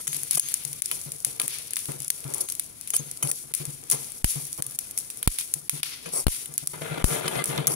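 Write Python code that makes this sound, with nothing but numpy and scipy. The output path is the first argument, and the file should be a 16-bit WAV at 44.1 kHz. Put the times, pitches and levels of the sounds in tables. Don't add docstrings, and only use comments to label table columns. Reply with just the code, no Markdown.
import sys
import numpy as np
from scipy import signal
from scipy.fft import rfft, irfft
from scipy.io import wavfile
from scipy.ndimage import uniform_filter1d

SR = 44100
rng = np.random.default_rng(int(sys.argv[2]) if len(sys.argv) > 2 else 0)


def generate_wav(sig):
    pcm = np.round(np.clip(np.atleast_2d(sig).T, -1, 1) * 32767).astype(np.int16)
    wavfile.write(sys.argv[1], SR, pcm)


def magnitude_from_level(level_db):
    exponent = np.asarray(level_db, float) / 20
    return 10 ** exponent


N = 341951

PAN_HZ = [290, 378, 458, 560, 640, 974, 1190, 1324, 1394, 1653, 2044, 2500, 3050, 3430, 4430]
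# level_db, t60_s
PAN_MODES = [(-41, 0.092), (4.5, 0.27), (11.5, 0.14), (-7, 0.009), (1, 0.16), (-14, 0.21), (2.5, 0.11),
             (-1.5, 0.07), (1.5, 0.046), (2.5, 0.36), (3, 0.18), (-11.5, 0.45), (-1.5, 0.32), (-9, 0.22),
             (5, 0.0095)]
# start_s, peak_db, pitch_hz, iron_rattle_db (re peak)
ROCKS = [(0.079, -35.5, 145.6, -6.5), (0.145, -42.5, 143.3, -11), (0.43, -48.5, 142, -13),
         (0.69, -46.5, 144, -19), (0.924, -49, 134.3, 1), (3.44, -49, 139, -17), (3.51, -47.5, 143.4, -9),
         (4.67, -44, 136.4, -16), (0.346, -43.5, 146, -17), (0.648, -43.5, 141.4, -18),
         (1.06, -40, 145.6, -8), (1.264, -44, 133, -1.5), (1.431, -45, 137, 6), (1.885, -33, 141.7, -5.5),
         (1.996, -42.5, 140.3, -17), (2.25, -33.5, 138.3, -10.5), (2.993, -35.5, 145.3, -9),
         (3.237, -29.5, 140.8, -13), (3.6, -34.5, 146.3, -8), (3.675, -35, 141, -22),
         (3.929, -36, 138, 0.5), (4.357, -31, 143, -11), (4.59, -37.5, 141.4, -5), (5.554, -44, 148, -11),
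         (5.728, -31.5, 147.4, -13), (6.057, -40, 168, -4), (6.488, -45, 145, -9.5),
         (6.623, -40.5, 146, -13), (6.91, -31.5, 147, -44), (7.111, -28.5, 144.6, -10),
         (7.248, -31.5, 157.6, -22), (7.363, -32, 139.5, -34), (7.484, -30, 145, -21),
         (7.585, -25, 147, -13), (7.676, -32.5, 141, -4.5)]
# frequency_hz, density_db
OIL = [(300, -21), (1500, -11.5), (3000, -3), (6000, 10.5), (7800, 8.5), (8900, 10.5), (11300, 10.5),
       (12300, 9.5), (14000, 8), (16500, 1)]
# frequency_hz, density_db
FIZZ = [(400, -30), (1200, -11), (2500, 0), (5500, 0), (7500, -12), (12000, -30)]
# frequency_hz, density_db
IRON = [(70, -29.5), (120, -2.5), (250, -5.5), (600, -0.5), (1500, -11.5), (4700, -11), (6500, -49.5)]


def curve(table):
    s, *columns = np.transpose(table)
    return [np.interp(np.arange(N) / SR, s, column) for column in columns]


def unit(x):
    return x / np.sqrt(np.mean(x ** 2))


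def colour(x, points):
    hz, db = np.transpose(points)
    grid_hz = np.linspace(1, SR / 2, 2049)
    gain_db = np.interp(np.log(grid_hz), np.log(hz), db)
    cepstrum = irfft(np.log(magnitude_from_level(gain_db)))
    cepstrum[1:2048] *= 2
    cepstrum[2049:] = 0
    h = irfft(np.exp(rfft(cepstrum)))[None, :2048]
    return signal.oaconvolve(x, h / np.sqrt(np.sum(h ** 2)), axes=1)[:, :N]


def ring(x, hz, t60):
    r = np.exp(-np.log(1000) / t60 / SR)
    return signal.lfilter([.5, 0, -.5], [1, -2 * r * np.cos(2 * np.pi * hz / SR), r * r], x)


def noise(shared):
    share = np.clip(shared, 0, 1)
    common, own = rng.standard_normal(N), rng.standard_normal((2, N))
    return np.sqrt(share) * common + np.sqrt(1 - share) * own


def walk(rate):
    hold = int(SR / rate)
    levels = rng.standard_normal(N // hold + 1)
    return uniform_filter1d(np.repeat(levels, hold), hold)[:N]


def add(out, s, sound):
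    i = int(s * SR)
    out[..., i:i + sound.shape[-1]] += sound[..., :N - i]


def low_pass(x, hz):
    return signal.sosfilt(signal.ellip(10, .3, 60, hz, fs=SR, output="sos"), x)


def kitchen(level_db=-52.5):
    # frequency_hz, density_db
    room_spectrum = [(15, -26), (25, -3.5), (126, 4), (188, 0), (314, 1.5), (575, -18.5), (2000, -18),
                     (2600, -71), (4400, -120)]
    return magnitude_from_level(level_db) * unit(colour(noise(0.68), room_spectrum))


def sizzle(wake_db, grain_db=4, sparse=.05, grain_share_db=-4):
    # start_s, sizzle_db, fizz_db (re sizzle)
    simmer = [(0.0, -30.5, -12), (0.32, -33.5, -8), (1.21, -40, -8.5), (1.6, -42, -4), (2.46, -36, -13.5),
              (2.72, -41, -9.5), (3.15, -43.5, -9.5), (3.37, -43, -15), (3.65, -45.5, -8.5),
              (4.42, -37, -11.5), (5.14, -43.5, -11.5), (5.37, -43, -5), (5.63, -48, -9.5), (6.0, -49, 7),
              (6.3, -30, -9), (6.6, -42, -10.5), (7.1, -35.5, -34), (7.75, -51, -13)]
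    level_db, fizz_db = curve(simmer)
    size_db = grain_db * np.minimum(rng.exponential(size=N), 2.2)
    bubbles = (rng.random(N) < sparse) * magnitude_from_level(size_db) * rng.standard_normal(N)
    grains = magnitude_from_level(grain_share_db) * unit(bubbles)
    steam = (noise(.15) + grains) * magnitude_from_level(1.8 * walk(150) + 1.3 * walk(25))
    fizz = (noise(0.023) + grains) * magnitude_from_level(fizz_db + 1.5 * walk(40) + 2.4 * walk(25))
    return magnitude_from_level(level_db + wake_db - 10.0) * (colour(steam, OIL) + colour(fizz, FIZZ))


def pan(modes_db=-1.0, knock_s=0.042, stand_db=7.0, muffle_db=1.0, bright_db=-5, stir_level_db=-56.5):
    # start_s, grind_db
    drag = [
        (6.72, -90),
        (6.735, -36.5),
        (6.808, -46),
        (6.818, -32),
        (6.9, -37),
        (7.13, -28.5),
        (7.4, -30),
        (7.55, -32),
        (7.75, -43),
    ]
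    jolts, t = np.zeros(N), np.arange(SR // 4) / SR
    for s, db, _, knock_db in ROCKS:
        add(jolts, s, magnitude_from_level(db + knock_db) * np.exp(-t / knock_s))

    time = np.arange(N) / SR
    dragged = np.arange(N) > drag[0][0] * SR
    grind_db, = curve(drag)
    stir_db = stir_level_db + 1.5 * walk(7)
    force = np.where(dragged, magnitude_from_level(grind_db), magnitude_from_level(stir_db)) + magnitude_from_level(bright_db) * jolts
    rub = noise(0.41) * magnitude_from_level(1.2 * walk(45) + 3 * walk(350))

    modes = unit(sum(magnitude_from_level(g + 3.6 * walk(16)) * ring(rub, hz, 0.65 * t60) / np.sqrt(t60)
                     for hz, (g, t60) in zip(PAN_HZ, PAN_MODES)))
    shudder_db = grind_db - 1.5 - 15 * np.exp(-((time - 7.26) / 0.12) ** 2)
    shudder = dragged * magnitude_from_level(shudder_db) * unit(ring(noise(0.98), 156.2, 0.22))
    near = noise(1.0) * magnitude_from_level(3.1 * walk(28))
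    stand_modes = ring(near, 247, 0.027) + ring(near, 357, 0.061) + ring(near, 462, 0.065)
    stand = magnitude_from_level(stand_db) * jolts * unit(stand_modes)
    iron = magnitude_from_level(modes_db - muffle_db * ~dragged) * modes + unit(colour(rub, IRON))
    return force * iron + shudder + stand


def spoon(steel_db=-14, iron_db=-8, chatter_db=4.5, rasp=1.55, held_s=0.017):
    # start_s, peak_db, contact_s, ring_share (of full t60), iron_knock_db (re peak)
    touches = [(0.0, -45, 0.011, .3, 4.5), (0.07, -11.5, 0.0012, 0.32, -17), (0.329, -31, 0.011, .05, -13),
               (0.372, -28.5, 0.0036, 0.1, 0), (0.914, -32.5, 0.0031, 0.11, 5.5),
               (1.398, -29.5, 0.024, 0.37, 0), (2.937, -19.5, 0.0052, 0.33, -6.5),
               (3.224, -17, 0.0074, 0.58, -9.5), (3.911, -17.5, 0.021, 0.8, -14),
               (6.057, -35.5, 0.0067, 0.66, 3.5), (6.325, -35, 0.0014, 0.067, -5),
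               (6.731, -29.5, 0.013, 0.14, -5), (7.255, -41.5, 0.013, 0.18, 18),
               (7.279, -17, 0.0029, 0.32, -5.5), (7.352, -38, 0.0081, 0.14, 11),
               (7.495, -31, 0.0069, 0.23, 3.5), (7.577, -37, 0.0018, 0.13, 19),
               (7.67, -12, 0.011, 0.38, -12.5)]
    steel_hz = [5110, 5690, 6445, 7820, 8310, 8850, 9400, 10090, 10740, 11800, 13800, 15100]
    # level_db, t60_s
    steel_modes = [(-31, 0.23), (5, 0.052), (8.5, 0.11), (-24, .2), (9.5, 0.035), (-5, 0.16), (-24, 0.21),
                   (7, 0.22), (-1, 0.22), (5, .2), (-9, 0.087), (-14, 0.088)]
    out, t = np.zeros((2, N)), np.arange(SR // 6) / SR
    for s, db, contact, share, knock_db in touches:
        chance = rng.standard_normal((5, len(t)))
        slips = magnitude_from_level(chatter_db * np.clip(np.repeat(chance[1], 50)[:len(t)], -2, 2))
        press = np.exp(-(t / contact) ** 2) * np.minimum(1, t / (0.26 * contact))
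        touch = (chance[0] + 0.52 * chance[3:]) * slips * press
        touch = touch / np.sqrt(np.sum(touch ** 2) / (2 + 2 * contact / 0.015))

        spread = chance[2]
        damping = share / (1 + contact / held_s)
        steel = sum(magnitude_from_level(g + 1.5 * own) * ring(touch, hz * (1 + 0.0029 * off), t60 * damping)
                    for hz, (g, t60), own, off in zip(steel_hz, steel_modes, spread, chance[0][::-1]))
        iron = sum(magnitude_from_level(g / 3 + 2.1 * own) * ring(touch, hz, 0.21 * t60)
                   for hz, (g, t60), own in zip(PAN_HZ, PAN_MODES, spread[::-1]))
        knock = magnitude_from_level(steel_db) * steel + magnitude_from_level(knock_db + iron_db) * iron + rasp * touch
        add(out, s, magnitude_from_level(db) * knock * np.minimum(1, 10 - 60 * t))
    return out


def bowl(pitch_hz=6445, t60=0.43, beat_hz=35):
    # start_s, level_db
    sings = [
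        (.071, -28),
        (.372, -23),
        (2.41, -36),
        (2.936, -27.5),
        (3.226, -36),
        (3.915, -34),
    ]
    blows = np.zeros(N)
    for s, db in sings:
        add(blows, s, magnitude_from_level(np.array([db])))
    pair = ring(blows, pitch_hz, t60) + 0.48 * ring(blows, pitch_hz - beat_hz, 0.6 * t60)
    return pair * magnitude_from_level(5 * walk(70) - 3)


def seeds(dry_body_db=-14, wet_body_db=-0.5, tick_body_db=-19, dip_per_wake=0.23):
    # start_s, click_db, body_db (re click), wake_db, gain_dip_db
    bursts = [(0.077, -16.5, -11, 13, 13.5), (0.3094, -14, -56, 12.5, 1.5), (0.396, -12.5, -20, 10.5, 14),
              (0.82, -15, -13, 13, 12.5), (1.2476, -12, -10, 12, 1), (1.3982, -14, -1.5, -0.5, 3.5),
              (1.4791, -15, -3, 8.5, 9), (2.1023, -9, -15, 3, 9.5), (3.2262, -16.5, -3, 4.5, -2),
              (2.9652, -10, -12.5, 4, 0), (3.3137, -10.5, -7, 15, 12), (5.41, -20, -2, 0, -1.5),
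              (6.6724, -13, -15, 3, 5.5), (3.538, -18, -8.5, 20, 10), (3.8997, -15.5, -36, 8.5, -4),
              (4.2438, -10.5, 0.5, 22.5, 12), (4.6224, -17, -6.5, 9.5, 12), (4.788, -15.5, -16, 10, 9.5),
              (4.9758, -17.5, -12, 11.5, 0), (5.2747, -8.5, 1.5, 19, 26), (5.3861, -16, 4, 8.5, 5),
              (5.6948, -10.5, -9, 23.5, 14.5), (5.831, -17, 7, 17.5, 11.5), (6.2678, -17, 6, 4, 21.5),
              (6.5793, -12, -8.5, 15, 6), (7.0422, -14, -0.5, 26, 19), (7.2791, -22, 11, 4.5, 2),
              (7.4408, -15.5, -13, 9.5, 9.5)]
    # start_s, click_db, wake_db
    dry_pops = [(0.1665, -22, -5), (0.2323, -21.5, 0), (0.3546, -14.5, -5.5), (0.5404, -11.5, 5),
                (0.6497, -21, 1.5), (0.7297, -23, 0), (0.8581, -18, -2.5), (1.1189, -23.5, 2),
                (1.707, -25, 4), (2.0024, -26, 3.5), (2.08, -22.5, 7), (2.3376, -20.5, 7.5),
                (2.5217, -18.5, -2), (2.5964, -13.5, 4.5), (2.811, -27, 4.5), (2.9035, -17.5, 1.5),
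                (3.1128, -21.5, 3.5), (3.6528, -26, 4), (3.9125, -8, 12), (4.5289, -20.5, 3),
                (4.91, -23, 1), (5.5383, -13, 6.5), (6.539, -26, -0.5), (7.4568, -19, 15.5),
                (7.67, -7.5, 12), (7.7068, -36, -5)]
    # start_s, click_db, wake_db
    wet_pops = [(0.1298, -22.5, 2.5), (0.4862, -24, 1), (0.5192, -25, -3), (0.9135, -14.5, 7.5),
                (1.4157, -17, 16), (1.734, -23, 1), (1.7669, -16.5, 9), (1.8557, -26, 1), (1.9182, -32, 0),
                (2.2415, -31.5, -2), (2.4868, -23, 5.5), (2.8743, -28.5, 10), (2.936, -22.5, 5.5),
                (3.273, -26, 1), (5.1018, -25.5, 6.5), (5.228, -17, 6), (6.2817, -21.5, 10.5),
                (6.4577, -26, -0.5)]
    # start_s, click_db
    ticks = [(0.145, -26), (0.6365, -29), (1.2024, -32), (1.585, -26.5), (1.758, -21), (1.79, -26),
             (2.02, -30), (2.046, -27.5), (2.3444, -18.5), (2.3815, -26), (2.4996, -20.5), (3.1724, -30),
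             (3.5488, -17.5), (3.8377, -36), (4.0442, -32), (4.119, -32.5), (4.4525, -25), (4.577, -27.5),
             (4.665, -23.5), (4.7097, -31), (5.008, -29.5), (5.172, -30), (6.2238, -33), (6.51, -42),
             (6.661, -35), (6.863, -39)]
    # start_s, click_db
    snaps = [(0.3128, -26), (0.3295, -29), (0.332, -23), (0.339, -26), (0.35, -26), (0.6171, -35),
             (0.676, -31), (0.8501, -38), (0.9533, -32), (1.0137, -31), (1.0366, -31), (1.0506, -31),
             (1.673, -33), (1.679, -32), (1.802, -36), (2.0299, -30), (2.204, -34), (2.2783, -31),
             (2.3028, -36), (2.3252, -35), (2.4893, -25), (2.5512, -28.5), (2.8824, -40), (2.9688, -32),
             (3.2287, -31), (3.2322, -25), (4.424, -36), (4.4683, -27), (4.7487, -32), (4.9867, -19),
             (5.0011, -31), (5.147, -40), (5.399, -25), (6.0897, -37), (6.6364, -37), (7.6766, -29),
             (3.9178, -17), (3.9222, -16), (3.929, -21)]
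    rows = list(bursts)
    for kind, body_db in ((dry_pops, dry_body_db), (wet_pops, wet_body_db)):
        rows += [(s, db, body_db, wake_db, dip_per_wake * wake_db) for s, db, wake_db in kind]
    for kind in (ticks, snaps):
        rows += [(s, db, tick_body_db, 0, 0) for s, db in kind]
    return rows


def pops(crack_s=.0001, spatter_s=0.002, spatter_db=-17, click_db=14, body_db=10, ragged=0.4,
         heap_width_db=4, echo_s=.0038, echo_db=-16):
    # start_s, left_minus_right_db
    heap = [
        (0.0, 13),
        (2.0, 11.5),
        (4.1, 16.5),
        (4.22, 10),
        (5.3, 6.5),
        (5.37, 12.5),
        (7.75, 8.5),
    ]
    crack, body, t = np.zeros((2, N)), np.zeros((2, N)), np.arange(1300) / SR
    for s, db, rel_db, *_ in seeds():
        jag = rng.standard_normal((4, len(t)))
        pan_db = np.interp(s, *np.transpose(heap)) + heap_width_db * jag[3, -3]
        snap = ragged * (jag[0] + 2.2 * jag[1:3]) * np.exp(-t / (crack_s * magnitude_from_level(1.0 * jag[3, -2])))
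        snap[:, 0] = np.sign(jag[0, 0])
        snap = snap / np.sqrt(np.sum(snap ** 2, axis=1, keepdims=True))
        gusts = magnitude_from_level(0.67 * np.repeat(jag[3], 40)[:len(t)])
        drops = jag[1:3] * gusts * np.exp(-t / (spatter_s * magnitude_from_level(2.0 * jag[3, -1])))
        burst = snap + magnitude_from_level(spatter_db) * drops
        burst = burst * magnitude_from_level(db + (pan_db - 9.5) * np.array([[.5], [-.5]]))
        add(crack, s, burst)
        add(body, s, magnitude_from_level(rel_db) * burst)
    out = magnitude_from_level(click_db) * colour(crack, OIL) + magnitude_from_level(body_db) * colour(body, FIZZ)
    return out + magnitude_from_level(echo_db) * np.roll(out, int(echo_s * SR), axis=1)


def wake_and_dip(rise_s=0.00038, fade_s=0.18, recover_s=0.034, duck_s=0.031,
                 block_s=.02, block_start_s=.0045, look_ahead_s=.008):
    # start_s, dip_db
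    ducks = [
        (7.2, 6),
        (1.3845, 1),
    ]
    wake, dip, t = np.zeros(N), np.zeros(N), np.arange(SR) / SR
    for s, _, _, wake_db, dip_db in seeds():
        add(wake, s, wake_db * (1 - np.exp(-t / rise_s)) * np.exp(-t / fade_s))
        ahead = look_ahead_s + (s - look_ahead_s - block_start_s) % block_s
        recovery = np.exp(-np.maximum(t - ahead, 0) / recover_s)
        add(dip, s - ahead, dip_db * np.minimum(t / 0.00052, 1) * recovery)
    for s, db in ducks:
        add(dip, s, db * np.exp(-t / duck_s))
    return wake, magnitude_from_level(-dip)


def rocks(push_s=0.0012, ring_s=0.34, grip=0.16, bounce_s=0.0665, bounce_depth=0.93):
    out, t = np.zeros(N), np.arange(SR // 2) / SR
    for s, db, hz, _ in ROCKS:
        t60 = ring_s * magnitude_from_level(-grip * (db + 30.5))
        swing = np.sin(2 * np.pi * hz * t) + 0.19 * np.sin(2 * np.pi * 2.03 * hz * t)
        period = bounce_s * magnitude_from_level(0.55 * rng.standard_normal())
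        swing = swing * (1 - bounce_depth * np.cos(np.pi * (t + 0.017) / period) ** 2)
        add(out, s, magnitude_from_level(db + 9.5) * swing * (1 - np.exp(-t / push_s)) * magnitude_from_level(-60 * t / t60))
    return out


def scrapes(rasp_db=-5, grit_db=2.5, swell=.7):
    # start_s, length_s, level_db, lower_pair_db, iron_grind_db
    drags = [(0.368, 0.016, -25, -4, -14.5), (1.389, 0.031, -35, -6, -2), (2.263, 0.21, -50, 6, 5),
             (2.401, 0.021, -29, -5, -22), (2.934, 0.034, -30, 5, -16.5), (3.239, 0.037, -37, -4, -3),
             (3.273, 0.068, -33.5, 1, -9), (4.577, 0.036, -42, -6, -2), (6.118, 0.11, -29, -3.5, -10),
             (7.274, 0.17, -42.5, 0, 0), (7.682, 0.066, -31, -12, -8), (6.973, 0.013, -43.5, -10, 10.5),
             (7.083, .012, -44, -10, 12), (7.203, 0.013, -43, -10, 13)]
    edge_hz = [5600, 6400, 8270, 8930, 10150, 10700, 11800, 13600, 15000]
    # level_db, t60_s
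    edge_modes = [(-14, .01), (-12, .025), (-6, .02), (-5, .018), (-8, .03), (-11, .025), (-2, .022),
                  (-18, .012), (-17, .02)]
    # frequency_hz, density_db
    rasp_spectrum = [(2000, -16), (5000, -1), (8500, 4), (11500, 4), (13000, -9), (16000, -7)]
    out, t = np.zeros((2, N)), np.arange(SR // 4) / SR
    for s, length, db, pair_db, iron_db in drags:
        chance = rng.standard_normal((4, len(t)))
        grit = magnitude_from_level(grit_db * np.repeat(chance[3], 90)[:len(t)])
        grip = np.sin(np.pi * np.clip(t / length, 0, 1)) ** swell * grit
        rub = (chance[0] + 0.3 * chance[1:3]) * grip
        edge = 0
        for hz, (g, t60), own, off in zip(edge_hz, edge_modes, chance[3], chance[3][::-1]):
            mode_db = g + pair_db * (8000 < hz < 9000) + 0.87 * own
            edge = edge + magnitude_from_level(mode_db) * ring(rub, hz * (1 + 0.0088 * off), t60) / np.sqrt(t60 * SR / 30)
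        iron = colour(rub, IRON)[:, :len(t)] + sum(ring(rub, hz, 0.048) for hz in PAN_HZ[1:4]) / 12
        rasp = colour(rub, rasp_spectrum)[:, :len(t)]
        add(out, s, magnitude_from_level(db) * (edge + magnitude_from_level(rasp_db) * rasp + magnitude_from_level(iron_db) * iron))
    return out


def slaps(low_hz=30, far_share=1.0):
    # start_s, pressure_step (signed), relax_s, right_port_db
    droplets = [
        (4.2436, 0.56, 0.0076, 2.5),
        (5.275, 0.43, 0.0074, 10),
        (6.2666, 1, 0.015, -14),
        (6.282, 0.029, 0.0061, 27),
        (7.0419, -1.22, 0.007, -7.5),
    ]
    out, t = np.zeros((2, N)), np.arange(SR // 10) / SR
    for s, size, relax, right_db in droplets:
        step = np.exp(-t / (relax * np.array([[1], [far_share]]))) * np.minimum(t / 0.00036, 1)
        add(out, s, size * step * magnitude_from_level(np.array([[0], [right_db]])))
    out = signal.sosfilt(signal.butter(2, low_hz, "high", fs=SR, output="sos"), out)
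    return signal.sosfiltfilt(signal.butter(1, 14, "high", fs=SR, output="sos"), out)


def scene():
    wake, dip = wake_and_dip()
    ducked = dip * (kitchen() + sizzle(wake) + pan() + rocks() + scrapes())
    half_ducked = np.sqrt(dip) * (spoon() + bowl())
    return low_pass(ducked + half_ducked, 15700) + pops() + slaps()


def roll_off(x):
    return signal.sosfilt(signal.butter(12, 17020, fs=SR, output="sos"), x)


def record(dry):
    # resonance_hz, width_hz, lift_db, level_db, top_slope_db
    ports = [
        (9850, 1004, 11.5, -2.72, -2.5),
        (10680, 450, 14, -6, 1.5),
    ]
    out = np.zeros_like(dry)
    for k, (hz, width, lift_db, db, top_db) in enumerate(ports):
        peak = signal.lfilter(*signal.iirpeak(hz, hz / width, fs=SR), dry[k])
        lifted = dry[k] + (magnitude_from_level(lift_db) - 1) * peak
        out[k] = magnitude_from_level(db) * colour(lifted[None], [(10500, 0.0041), (13000, top_db)])[0]
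    out[0] = np.roll(out[0], 39)
    limited = low_pass(np.clip(out, -.93, .93), 16400)
    return roll_off(np.clip(limited, -1, 1))


dry = scene()
out = record(dry)
generate_wav(out)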